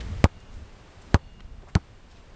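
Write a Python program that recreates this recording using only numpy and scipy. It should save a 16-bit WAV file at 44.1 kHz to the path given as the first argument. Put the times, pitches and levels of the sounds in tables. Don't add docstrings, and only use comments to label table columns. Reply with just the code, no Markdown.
import sys
import numpy as np
from scipy import signal
from scipy.io import wavfile

SR = 44100
rng = np.random.default_rng(int(sys.argv[2]) if len(sys.argv) > 2 else 0)


def persist_wave(psi):
    counts = np.round(np.clip(psi, -1, 1) * 32767).astype(np.int16)
    wavfile.write(sys.argv[1], SR, np.atleast_2d(counts).T)


def how_loud(loudness_db):
    steps = np.asarray(loudness_db, float) / 20
    return 10 ** steps


N = 103635


def drift(rate_hz):
    pole = np.exp(-80 * np.pi * rate_hz / SR)
    noise = rng.standard_normal(N // 40 + 2002)
    slow = signal.lfilter([1], [1, -2 * pole, pole * pole], noise)[2000:]
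    return np.interp(np.arange(N) / 40, np.arange(len(slow)), slow / slow.std())


def banded(spectrum, patchy_db):
    hz, db = np.transpose(spectrum)
    white, shared = rng.standard_normal((2, N + 4000)), drift(1.96)
    edges = np.geomspace(hz[0], hz[-1], int(5 * np.log2(hz[-1] / hz[0])) + 2)
    out = 0
    for k, (low, high) in enumerate(zip(edges, edges[1:])):
        sos = signal.butter(2, [low, high], "band", fs=SR, output="sos")
        band = signal.sosfilt(sos, white[k % 2])[4000:]
        level_db = np.interp(np.log(low * high) / 2, np.log(hz), db)
        flicker_db = patchy_db * (1.2 * shared + drift(10.8))
        out = out + band * how_loud(level_db + flicker_db)
    return out / out.std()


def since(start_s):
    t = np.arange(N) / SR - start_s
    return np.maximum(t, 0), t >= 0


def modes(start_s, table, spread_db):
    t, on = since(start_s)
    luck = rng.standard_normal(len(table))
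    out = 0
    for (hz, db, t60), chance in zip(table, luck):
        out = out + how_loud(db + spread_db * chance - 60 * t / t60) * np.sin(2 * np.pi * hz * t)
    return -out * on


# time_s, level_db
PARK_LEVEL = [(0, -46), (.235, -47.5), (.255, -55.5), (.5, -54), (1.0, -53), (1.14, -50.5), (1.16, -58),
              (1.5, -58), (1.75, -57), (1.77, -56.5), (2.1, -57), (2.35, -55)]
# frequency_hz, density_db (per Hz)
PARK_HISS = [(120, -17), (180, -6.5), (700, -13), (2900, -22), (7300, -31), (8000, -43.5), (8700, -30),
             (10500, -37)]
# frequency_hz, density_db (per Hz)
TRAFFIC_RUMBLE = [(12, -3), (20, -2), (70, -4.5), (92, -6.5), (113, -12), (135, -15), (250, -24),
                  (320, -63), (550, -120)]
# frequency_hz, level_db
WHINES = [(7498, -25), (8502, -31)]


def park():
    t = np.arange(N) / SR
    whine = 0
    for hz, db in WHINES:
        whine = whine + how_loud(db + 2 * drift(8)) * np.sin(2 * np.pi * hz * t)
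    hiss = banded(PARK_HISS, patchy_db=0)
    rumble = how_loud(10.5) * banded(TRAFFIC_RUMBLE, patchy_db=3.5)
    return how_loud(np.interp(t, *np.transpose(PARK_LEVEL))) * (hiss + rumble + whine)


SCUFF_STARTS = [.002, .395, .5, 1.01, 1.195, 1.3955, 1.4035, 1.402, 1.62, 1.619, 1.666, 1.683, 1.681, 2.09,
                2.14]
# level_db, length_s, centre_hz
SCUFF_SOUNDS = [(-44.5, 0.012, 2720), (-65, 0.016, 7800), (-67, 0.079, 5000), (-61.5, 0.017, 6800),
                (-64, 0.027, 710), (-56, 0.0055, 1100), (-49.5, 0.0059, 1950), (-53, 0.013, 235),
                (-55.5, 0.026, 350), (-62, 0.0072, 2500), (-57, 0.026, 740), (-56, 0.019, 1500),
                (-63, 0.016, 4500), (-66.5, 0.052, 3900), (-65, .06, 2750)]


def scuffs():
    grains_per_s = 6000
    hits = rng.random(N) < grains_per_s / SR
    strength = how_loud(3.6 * np.minimum(rng.exponential(1, N), 4))
    grains = hits * strength * rng.choice([-1, 1], N)
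    grains = grains / grains.std()
    out = 0
    for start_s, (db, length_s, hz) in zip(SCUFF_STARTS, SCUFF_SOUNDS):
        t, on = since(start_s)
        sos = signal.butter(2, [hz / 1.9, min(hz * 1.6, 12000)], "band", fs=SR, output="sos")
        shaped = signal.sosfilt(sos, grains)
        age = t / length_s * 4
        out = out + how_loud(db + 9.5) * shaped / shaped.std() * on * age ** 2 * np.exp(-age)
    return out


def thump(start_s, db, soft, lift_s):
    t, on = since(start_s)
    flight = since(lift_s + 0.0068)[0]
    sag_s = 0.0027
    turns = 81.5 * t + soft * 41.3 * sag_s * (1 - np.exp(-t / sag_s)) + 0.1 - 0.09 * soft
    swing_db = 9.8 * soft - 60 * t / 0.075 - 60 * flight / 0.031 * 0.71
    swing = how_loud(swing_db) * np.cos(2 * np.pi * turns)
    squash_db = -9 + 17 * soft - 60 * t / (0.031 + 0.024 * soft)
    squash = how_loud(squash_db) * np.cos(2 * np.pi * (180.6 * t + 0.44 * soft))
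    rise = 1 - np.exp(-(t / (0.00008 + soft * 0.0029)) ** 2)
    return -how_loud(db) * on * rise * (swing + squash)


# frequency_hz, level_db, t60_s
SKIN_MODES = [(410, -6, 0.04), (577, -12, 0.027), (2300, 0.5, 0.0064), (2960, -9, 0.009), (4340, 8, 0.0022),
              (6140, 0, 0.0027)]


def slap(start_s, soft):
    return 0.34 * modes(start_s, SKIN_MODES, spread_db=5) * how_loud(-5 * soft)


# frequency_hz, density_db (per Hz)
PUFF_SPECTRUM = [(1800, -6), (2500, -7.5), (4500, -12.5), (7000, -17), (9500, -27)]


def puff(start_s, soft):
    t, on = since(start_s)
    envelope = how_loud(-15.5 - 60 * t / 0.0055) + how_loud(-31 - 60 * t / 0.06)
    return 2 * how_loud(-6 * soft) * banded(PUFF_SPECTRUM, patchy_db=0) * on * envelope


# frequency_hz, density_db (per Hz)
RATTLE_SPECTRUM = [(250, -5), (500, 0), (900, -2), (1400, -8.5), (2200, -28.5)]


def rattle(start_s, soft):
    t, _ = since(start_s)
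    envelope = (1 - np.exp(-t / 0.0013)) * how_loud(-10 - 60 * t / 0.063)
    return how_loud(-2 * soft) * banded(RATTLE_SPECTRUM, patchy_db=0) * envelope


def glide(start_s, db, from_hz, fall_s):
    t, on = since(start_s)
    to_hz, t60_s = 563, 0.017
    turns = to_hz * t + (from_hz - to_hz) * fall_s * (1 - np.exp(-t / fall_s))
    return on * -how_loud(db - 60 * t / t60_s) * np.sin(2 * np.pi * turns)


# frequency_hz, level_db, t60_s
LIFT_MODES = [(320, 5.5, 0.051), (496, 1, 0.016), (713, 8.5, 0.012), (790, -8.5, 0.03), (900, -6.5, 0.049),
              (1066, -19, 0.023), (1254, -5.5, .035), (1590, -9, 0.016)]


def lift_off(start_s, db, ping_hz):
    t, _ = since(start_s)
    ping_s = 0.00077
    swell = t / ping_s * np.exp(1 - t / ping_s)
    ping = swell * np.sin(2 * np.pi * ping_hz * t)
    ring = (1 - np.exp(-t / ping_s)) * modes(start_s, LIFT_MODES, spread_db=3)
    return how_loud(db) * (ping + how_loud(-12) * ring)


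# start_s, thump_db, softness (0-1), slap_db
TOUCHDOWNS = [
    (0.2416, -2.5, 0.01, -8),
    (1.1437, -4, 0.04, -8.5),
    (1.7524, -14.5, 0.96, -9),
]
# level_db, start_hz, fall_s
SKIN_WAVES = [(-16, 2340, 0.00173), (-10, 1870, 0.00304), (-25.5, 2054, 0.0042)]
# start_s, level_db, ping_hz
LIFT_OFFS = [(0.2548, -16.5, 930), (1.157, -27, 1158), (1.7657, -23, 1240)]


def ball():
    low, high = 0, 0
    for (start_s, db, soft, slap_db), wave, lift in zip(TOUCHDOWNS, SKIN_WAVES, LIFT_OFFS):
        low = low + thump(start_s, db, soft, lift[0])
        contact = slap(start_s, soft) + puff(start_s, soft) + rattle(start_s, soft)
        high = high + how_loud(slap_db) * contact + glide(start_s, *wave) + lift_off(*lift)
    lag = int(0.0465 * SR)
    late = np.r_[np.zeros(lag), high[:-lag]]
    echo = signal.sosfilt(signal.butter(2, 3500, fs=SR, output="sos"), late)
    return low + high + how_loud(-39) * echo


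CAVITY_PITCHES = [2160, 2837, 3488, 4410]
# level_db, t60_s, beat_hz
CAVITY_MODES = [(-67, .8, 2.5), (-58, 4, .9), (-65, 2, 1.3), (-62, 1.2, 2.0)]
CAVITY_LEVELS = [-4, 0, -12]
SIDE_MODE_LEVELS = [-4.5, -4, 3]
PALM_CATCHES = [.5, 1.415, 1.85]


def cavity():
    strongest_hz = CAVITY_PITCHES[1]
    out = 0
    for bounce, db, side_db, catch_s in zip(TOUCHDOWNS, CAVITY_LEVELS, SIDE_MODE_LEVELS, PALM_CATCHES):
        t, on = since(bounce[0])
        shape = on * how_loud(db - 9 * since(catch_s)[1])
        flutter = 1 + how_loud(-60 * t / 0.5) * 2 * np.cos(2 * np.pi * 40 * t)
        for hz, (level_db, t60_s, beat_hz) in zip(CAVITY_PITCHES, CAVITY_MODES):
            beat = 0.15 + np.abs(np.sin(2 * np.pi * beat_hz * t)) ** 1.5
            mode_db = level_db + side_db * (hz != strongest_hz) - 60 * t / t60_s + 2.5 * drift(24)
            out = out + shape * beat * flutter * how_loud(mode_db) * np.sin(2 * np.pi * hz * t)
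    return out


def scene():
    return (park() + scuffs() + ball() + cavity())[None]


def roll_off(x):
    return signal.sosfilt(signal.butter(12, 9780, fs=SR, output="sos"), x)


def record(dry):
    x = dry / (1 + np.abs(dry / 1.4) ** 6) ** (1 / 6)
    dip_hz, dip_width_hz = 7970, 540
    x = x - 0.98 * signal.lfilter(*signal.iirpeak(dip_hz, dip_hz / dip_width_hz, fs=SR), x)
    x = signal.sosfilt(signal.cheby2(12, 75, 10200, fs=SR, output="sos"), x)
    return roll_off(np.clip(x, -1, 1))


dry = scene()
out = record(dry)
persist_wave(out)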